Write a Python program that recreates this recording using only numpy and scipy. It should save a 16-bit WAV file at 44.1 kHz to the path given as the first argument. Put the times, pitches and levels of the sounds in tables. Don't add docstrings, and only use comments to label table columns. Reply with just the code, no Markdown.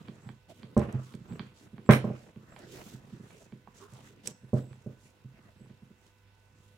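import sys
import numpy as np
from scipy import signal
from scipy.io import wavfile

SR = 44100
rng = np.random.default_rng(int(sys.argv[2]) if len(sys.argv) > 2 else 0)


def generate_wav(signal):
    frames = np.transpose(np.atleast_2d(signal))
    scaled = np.clip(frames, -1, 1) * 32767
    pcm = np.round(scaled).astype(np.int16)
    wavfile.write(sys.argv[1], SR, pcm)


N = 298557
CUTOFF_HZ = 15900


def from_db(db):
    return 10 ** (np.asarray(db) / 20)


def rms_one(x):
    return x / np.sqrt(np.mean(x ** 2) + 1e-20)


def in_time(rows):
    return np.interp(np.arange(N) / SR, *np.transpose(rows))


def at_hz(points, hz):
    freqs, values = np.transpose(points)
    return np.interp(np.log(hz), np.log(freqs), values)


def pan(x, right_db):
    return x * from_db(np.array([[-right_db], [right_db]]) / 2)


def drift(rate):
    knots = rng.standard_normal(4000)
    return rms_one(np.interp(np.arange(N) / SR * rate, np.arange(len(knots)), knots))


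def swell(start, length):
    t = np.arange(N) / SR - start
    during = (t > 0) & (t < length)
    shape = np.zeros(N)
    shape[during] = np.sin(np.pi * t[during] / length)
    return shape


def ring(force, hz, t60):
    radius = from_db(-60 / (t60 * SR))
    angle = 2 * np.pi * hz / SR
    return signal.lfilter([0, np.sin(angle)], [1, -2 * radius * np.cos(angle), radius ** 2], force + 1e-18)


def body(force, modes):
    return sum((-1) ** k * from_db(db) * ring(force, hz, t60) for k, (hz, db, t60) in enumerate(modes))


def contacts(rows, size=2048, order=2):
    force = np.zeros(N + size)
    click = signal.unit_impulse(size)
    for s, db, hz in rows:
        at = max(0, round(s * SR))
        low_pass = signal.butter(order, min(hz, SR / 2 - 1), fs=SR)
        force[at:at + size] += from_db(db) * signal.lfilter(*low_pass, click)
    return force[:N]


# pitch_hz, likeness (0 unrelated, 1 the same)
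LIKENESS = [(60, 0.52), (200, 0.91), (400, 0.8), (800, 0.192), (2000, 0), (6000, 0.2), (15000, 0)]


def noise_bands(length):
    edges = 22 * 2 ** np.arange(0, 9.6, .5)
    white = rng.standard_normal((2, 2, length))
    for k, (low, high) in enumerate(zip(edges, edges[1:])):
        band_pass = signal.butter(2, [low, high], "band", fs=SR, output="sos")
        mid, side = signal.sosfilt(band_pass, white[k % 2])
        hz = np.sqrt(low * high)
        alike = np.clip(at_hz(LIKENESS, hz), -1, 1)
        yield hz, np.sqrt((1 + alike) / 2) * mid + np.sqrt((1 - alike) / 2) * np.array([side, -side])


def coloured(spectrum, shift_db, shift_rate=14):
    return rms_one(sum(band * from_db(at_hz(spectrum, hz) + shift_db * drift(shift_rate))
                       for hz, band in noise_bands(N)))


# pitch_hz, t60_s
RING_T60 = [(60, 0.52), (220, 0.28), (600, 0.31), (2000, 0.23), (6000, 0.4), (14000, 0.36)]


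def diffuse(x, colour, build_s):
    t = np.arange(SR) / SR
    tail = sum(band * from_db(at_hz(colour, hz) - 60 * t / at_hz(RING_T60, hz))
               for hz, band in noise_bands(SR))
    build_up = 1 - np.exp(-t / build_s)
    return signal.fftconvolve(x[None], tail * build_up, axes=1)[:, :N]


# pitch_hz, level_db
WORKSHOP = [(200, -41), (1000, -38.5), (3000, -35), (6000, -37), (9000, -45), (15000, -62.5)]


def workshop(x, build_s):
    return diffuse(x, WORKSHOP, build_s)


# pitch_hz, level_db (rms, before panning)
HUM = [(100, -69), (400, -83.5), (500, -78), (900, -84.5), (1001, -84), (1400, -92.5), (1501, -81.5),
       (2002, -88), (2600, -88.5), (2702, -86.5)]
# time_s, change_db
HUM_SWELL = [(0, 2), (5.9, -0.5), (6.3, 3.5), (6.75, 3.5)]
# (per Hz, only the shape counts)
AIR = [(25, -14), (60, 3), (110, -11.5), (200, -9), (300, -23.5), (700, -16.5), (1500, -18), (2800, -19.5),
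       (4500, -28.5), (8000, -38), (15500, -35)]
AIR_DB, AIR_SHIFT_DB = -68.5, 1.2


def background():
    t = np.arange(N) / SR
    tones = []
    for hz, db in HUM:
        level = np.sqrt(2) * from_db(db + 1.4 * drift(9.9))
        tones.append(level * np.sin(2 * np.pi * (hz * t + rng.random())))
    hum = tones[0] * from_db(in_time(HUM_SWELL)) + sum(tones[1:])
    air = from_db(AIR_DB) * coloured(AIR, AIR_SHIFT_DB)
    return pan(hum + air, right_db=4.0)


# time_s, effort_db (above the usual)
EFFORT = [(0, 5.5), (.17, 1.5), (.31, 3.5), (.38, -13.5), (.66, 2.5), (.76, -0.5), (.84, 14), (.97, 12),
          (1.08, -7.5), (1.36, 7.5), (1.56, -5.5), (1.82, -0.5), (2.1, 10.5), (2.3, -3), (2.45, -3.5),
          (2.52, 7.5), (2.72, 1), (2.95, 2), (3.25, 2), (3.65, -10), (4.05, 0), (4.45, -6.5), (4.62, 4.5),
          (5.18, -10.5), (5.35, -1), (5.9, -8.5), (6.0, -15.5), (6.77, -7.5)]


def effort_db(s):
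    return np.interp(s, *np.transpose(EFFORT))


# start_s, length_s, hiss_db (before the final trim)
STROKES = [(0.482, 0.052, -59.5), (0.521, 0.12, -68.5), (0.984, 0.21, -63.5), (1.534, 0.15, -64),
           (2.107, 0.22, -76), (2.53, 0.2, -68), (2.681, 0.15, -52.5), (2.775, 0.23, -57),
           (3.006, 0.2, -74), (3.2, 0.29, -66.5), (3.737, 0.14, -60), (3.872, 0.28, -62.5),
           (4.233, 0.093, -50), (4.966, 0.16, -71.5), (5.992, 0.13, -74.5), (6.544, 0.24, -76)]
# (per Hz, only the shape counts)
GLOVE = [(700, -18.5), (1400, -1), (3100, 16), (5000, 12), (8000, 15), (10000, 3.5), (13500, 3),
         (15500, -6)]
# (per Hz, only the shape counts)
RUST = [(50, -8), (130, 8.5), (220, 3), (300, 3), (450, 0.5), (700, -8), (1200, -9), (2500, -14.5),
        (5000, -39.5)]
GLOVE_SHIFT_DB, RUST_SHIFT_DB = 2.0, 4.0
RUSTLE_DB, RUSTLE_FOLLOWS = -72, 0.31
GRIND_DB, GRIND_FOLLOWS = -64.5, 1.15
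STROKE_GRIND_DB = -4.5
SKID_HISS_DB, SKID_GRIND_DB, SKID_S = -51, -39.5, 0.095


def friction(fibre_db=2.0, grit_db=3.0):
    effort = effort_db(np.arange(N) / SR)
    sliding = sum(from_db(db) * swell(start, length) for start, length, db in STROKES)
    skidding = sum(from_db(db) * swell(s, SKID_S) for s, db, *rest in DROPS)

    hiss = from_db(RUSTLE_DB + RUSTLE_FOLLOWS * effort)
    hiss = hiss + sliding + from_db(SKID_HISS_DB) * skidding
    grind = from_db(GRIND_DB + GRIND_FOLLOWS * effort)
    grind = grind + from_db(STROKE_GRIND_DB) * sliding + from_db(SKID_GRIND_DB) * skidding

    gloves = rms_one(coloured(GLOVE, GLOVE_SHIFT_DB) * from_db(fibre_db * drift(270)))
    rust = rms_one(coloured(RUST, RUST_SHIFT_DB) * from_db(grit_db * drift(120)))
    gloves_out = gloves * hiss * from_db(-2.5)
    rust_out = rust * grind * from_db(4.5)
    return pan(gloves_out, right_db=3.0) + pan(rust_out, right_db=2.5)


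# start_s, length_s, pitch_hz, width_hz, level_db
SQUEAKS = [(0.212, 0.12, 7780, 350, -73), (0.489, 0.043, 634, 108, -53.5), (1.272, 0.13, 7770, 350, -70.5),
           (1.85, 0.043, 7650, 350, -69), (2.473, 0.12, 7620, 340, -75), (2.575, 0.31, 388, 140, -56.5),
           (3.796, 0.079, 407, 40.3, -54.5), (3.801, 0.054, 1090, 400, -59.5),
           (4.497, 0.29, 7800, 356, -74), (5.56, 0.13, 7900, 353, -78.5)]


def squeaks():
    out = 0
    for start, length, hz, width, db in SQUEAKS:
        resonance = signal.butter(2, [hz - width / 2, hz + width / 2], "band", fs=SR, output="sos")
        stroke = swell(start, length)
        tone = signal.sosfilt(resonance, rng.standard_normal(N))
        out = out + from_db(db) * stroke * tone / tone[stroke > 0].std()
    return pan(out, right_db=8.5)


# time_s, force_db
SNAPS = [(0.7778, -35), (0.7940, -39), (0.926, -43), (1.151, -46.5), (1.8906, -42), (2.049, -50.5),
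         (2.5912, -45), (3.936, -45.5), (4.2736, -22), (4.5395, -46.5)]
# pitch_hz, level_db, t60_s
TIP = [(2380, -8, 0.0071), (5325, -3.5, 0.014), (5900, -5, 0.013), (6640, -7, 0.011), (7830, -4.5, 0.028),
       (8650, -6.5, .02), (11700, -15, 0.011)]


def snaps(contact_hz=14000, crunch_s=0.0008, ring_growth=0.33):
    hardest_db = max(db for s, db in SNAPS)
    force = contacts([(s, db, contact_hz) for s, db in SNAPS])
    ringing = contacts([(s, db + ring_growth * (db - hardest_db), contact_hz) for s, db in SNAPS])

    t = np.arange(SR // 20) / SR
    crumbs = rng.standard_normal(SR // 20) * np.exp(-t / crunch_s)
    bright = signal.butter(2, [2400, 13000], "band", fs=SR)
    crunch = signal.lfilter(*bright, signal.fftconvolve(force, crumbs)[:N])

    dry = body(ringing, TIP) * from_db(-2) + crunch * from_db(-2)
    return pan(dry, right_db=8.0) + workshop(dry, build_s=0.0042) * from_db(-7.5)


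# time_s, tick_force_db, contact_cutoff_hz, thud_force_db
TAPS = [(0.0839, -38.5, 3720, -30.5), (0.29, -34.5, 2580, -36), (0.6313, -41, 4000, -34.5),
        (0.816, -23, 1360, -46), (1.139, -42, 3500, -29), (1.323, -43, 2960, -29.5),
        (1.3946, -28.5, 3170, -27), (1.7807, -39.5, 2330, -35.5), (1.862, -46.5, 3020, -53),
        (2.360, -48, 2510, -33.5), (2.563, -36.5, 2530, -47), (3.306, -41.5, 2500, -58),
        (3.5228, -46, 3020, -32.5), (3.6738, -31.5, 1103, -45), (4.7299, -44.5, 2420, -54),
        (5.659, -45, 897, -46), (5.698, -53.5, 2520, -39.5)]
# pitch_hz, level_db (before a common trim), t60_s
HOUSING = [(830, -1, 0.00887), (1090, -4, 0.021), (1600, 0, 0.0055), (2380, -3, 0.012),
           (3160, -0.5, 0.0067), (4500, 4, 0.0048)]


def taps(spot_db=2.5):
    spots = spot_db * rng.uniform(-1, 1, (len(TAPS), len(HOUSING)))
    dry = 0
    for k, (mode_hz, mode_db, t60) in enumerate(HOUSING):
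        rows = [(s, db + spot, hz) for (s, db, hz, thud_db), spot in zip(TAPS, spots[:, k])]
        force = contacts(rows, order=3)
        dry = dry + (-1) ** k * from_db(mode_db - 6.0) * ring(force, mode_hz, t60)
    return pan(dry + workshop(dry, build_s=0.0014) * from_db(3.4), right_db=7.5)


# pitch_hz, level_db (before a common trim), t60_s
LOOSE_PARTS = [(1336, -3, .16), (1580, -5, .1), (1824, -5, .14), (2031, -1, .14), (2337, -3, .14),
               (2681, -8, .12), (3391, -12, .12), (3828, -15, .14), (5615, -20, .15), (6686, -18, .17),
               (7822, -13, .1), (8856, -7, .14), (11490, -15, .11), (12210, -20, .14), (13920, -17, .15),
               (15716, -19, .12)]
RATTLE_START_S, RATTLE_HOLD_S = 1.908, 0.027
RATTLE_FORCE_DB, RATTLE_FALL_DB_PER_S = -27, 617.5
BOUNCE_S, BOUNCE_FALL_DB = 0.013, 15.5
SMALL_PARTS_PITCH, SMALL_PARTS_DB = 1.15, -9


def rattle(per_s=1100, clack_hz=2400):
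    t = np.arange(N) / SR - RATTLE_START_S
    fall_db = RATTLE_FALL_DB_PER_S * np.clip(t - RATTLE_HOLD_S, 0, 1)
    wave_db = BOUNCE_FALL_DB * (t / BOUNCE_S % 1)
    shower = (t > 0) * from_db(RATTLE_FORCE_DB - fall_db - wave_db)
    sizes = rng.uniform(0.745, 1, (2, N)) * rng.choice([-1, 1], (2, N))
    force = sizes * (rng.random((2, N)) < per_s / SR) * shower

    small = [(hz * SMALL_PARTS_PITCH, db + SMALL_PARTS_DB, t60)
             for hz, db, t60 in LOOSE_PARTS if hz * SMALL_PARTS_PITCH < CUTOFF_HZ]
    steel = np.array([body(side, LOOSE_PARTS + small) for side in force]) * from_db(-9.0)

    crack_band = signal.butter(2, [3000, 6500], "band", fs=SR, output="sos")
    clack_band = signal.butter(2, [500, clack_hz], "band", fs=SR, output="sos")
    crack = signal.sosfilt(crack_band, force) * from_db(7)
    clack = signal.sosfilt(clack_band, force) * from_db(31)
    hits = clack + crack
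    echo = workshop(hits.mean(axis=0), build_s=0.004) * from_db(3.0)
    return steel + pan(hits + echo, right_db=3.5)


NUDGES_PER_S, NUDGE_DB, NUDGE_SPREAD_DB, NUDGE_HZ, NUDGE_FOLLOWS = 22, -51, 5.5, 320, 1.5


def nudges(count=200):
    draws = rng.random((count, 3))
    times = np.cumsum(.5 + draws[:, 0]) / NUDGES_PER_S
    spread_db = NUDGE_SPREAD_DB * (2 * draws[:, 1] - 1)
    levels = NUDGE_DB + NUDGE_FOLLOWS * effort_db(times) + spread_db
    cutoffs = NUDGE_HZ * 2 ** (draws[:, 2] - .5)
    return [(s, db, hz, 0) for s, db, hz in zip(times, levels, cutoffs) if s < N / SR]


# time_s, force_db, contact_cutoff_hz,
# sway_db (of the bench top, against the force)
KNOCKS = [(0.259, -32, 223, 2), (0.885, -30, 500, -1), (1.204, -34, 245, -1), (1.307, -27, 256, -2),
          (1.731, -35, 353, -2), (2.042, -17.5, 950, -6), (2.076, -24.5, 775, -18), (2.1, -24, 850, 3),
          (2.937, -33.5, 376, 4.5), (3.125, -32, 275, -3.5), (3.198, -34.5, 397, -5),
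          (3.929, -45.5, 660, 10), (4.277, -36.5, 655, -6.5), (4.433, -39.5, 420, 5),
          (4.8615, -27.5, 580, 1), (5.246, -39.5, 320, 10.5), (5.607, -38, 378, -2.5),
          (5.821, -39, 299, -2.5), (5.904, -42, 398, -13)]
# time_s, force_db, contact_cutoff_hz, sway_db,
# second_edge_delay_s, second_edge_db, rocking_back_db, frame_boom_db
DROPS = [(0.7661, -9, 970, -7, 0.0085, -11.5, -26, -24.5),
         (1.8904, -0.5, 1550, 0.5, 0.01305, -17, -39, -32), (4.5317, -13, 680, 2, 0.00827, -26, -44.5, -50)]
EDGE_HZ = 720
ROCK_S, ROCK_HZ, ROCK_SWAY_DB = 0.176, 348, 12.5
THUD_LAG_S, THUD_HZ, THUD_SWAY_DB = 0.002, 394, -3


def blows():
    rows = list(KNOCKS) + nudges()
    for s, db, hz, sway, edge_s, edge_db, rock_db, boom_db in DROPS:
        rows.append((s, db, hz, sway))
        rows.append((s + edge_s, edge_db, EDGE_HZ, sway))
        rows.append((s + ROCK_S, rock_db, ROCK_HZ, ROCK_SWAY_DB))
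    thuds = [(s + THUD_LAG_S, thud_db, THUD_HZ, THUD_SWAY_DB) for s, db, hz, thud_db in TAPS]
    return rows + thuds


# pitch_hz, level_db, t60_s
BENCH = [(64.7, -33, 0.16), (97.6, -20, 0.2), (129.2, -10, 0.28), (164.4, -11, 0.1666), (211.3, -5.5, 0.14),
         (215.3, -37, 0.07), (307.8, -19.5, 0.084), (356, -18.5, 0.16), (427.8, -6, 0.033),
         (434.6, -27, 0.174), (478, -28, 0.1698), (595.7, -18.5, 0.16), (636, -12.5, 0.074),
         (627.5, -10, 0.028), (812, -27, 0.19), (787, -13.5, 0.014), (1070, -9, 0.016), (1024, -29, 0.24),
         (1168, -38.5, 0.21)]
# pitch_hz, level_db
BOARDS = [(50, -23), (120, -7), (210, 6), (290, -11), (500, 2.5), (800, -19), (1300, -7.5), (2500, -2.5),
          (5000, -4), (14000, -28.5)]
FRAME_HZ, FRAME_T60_S = 75.3, 0.26


def knocks(count=3, low_cut_hz=52):
    rows = blows()
    force = contacts([(s, db, hz) for s, db, hz, sway in rows], order=4)
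    swaying = contacts([(s, db + sway, hz) for s, db, hz, sway in rows], order=4)
    booming = contacts([(s, boom_db, EDGE_HZ) for s, *rest, boom_db in DROPS])

    wood = body(force, BENCH[count:]) - body(swaying, BENCH[:count])
    wood = wood - ring(booming, FRAME_HZ, FRAME_T60_S)
    wood = signal.sosfilt(signal.butter(2, low_cut_hz, "high", fs=SR, output="sos"), wood)
    return pan(diffuse(force, BOARDS, build_s=0.0013) + wood, right_db=3.5)


def scene():
    return background() + friction() + squeaks() + snaps() + taps() + rattle() + knocks()


def record(dry):
    top_cut = signal.ellip(10, .1, 80, CUTOFF_HZ, fs=SR, output="sos")
    return signal.sosfilt(top_cut, np.clip(dry, -1, 1))


dry = scene()
out = record(dry)
generate_wav(out)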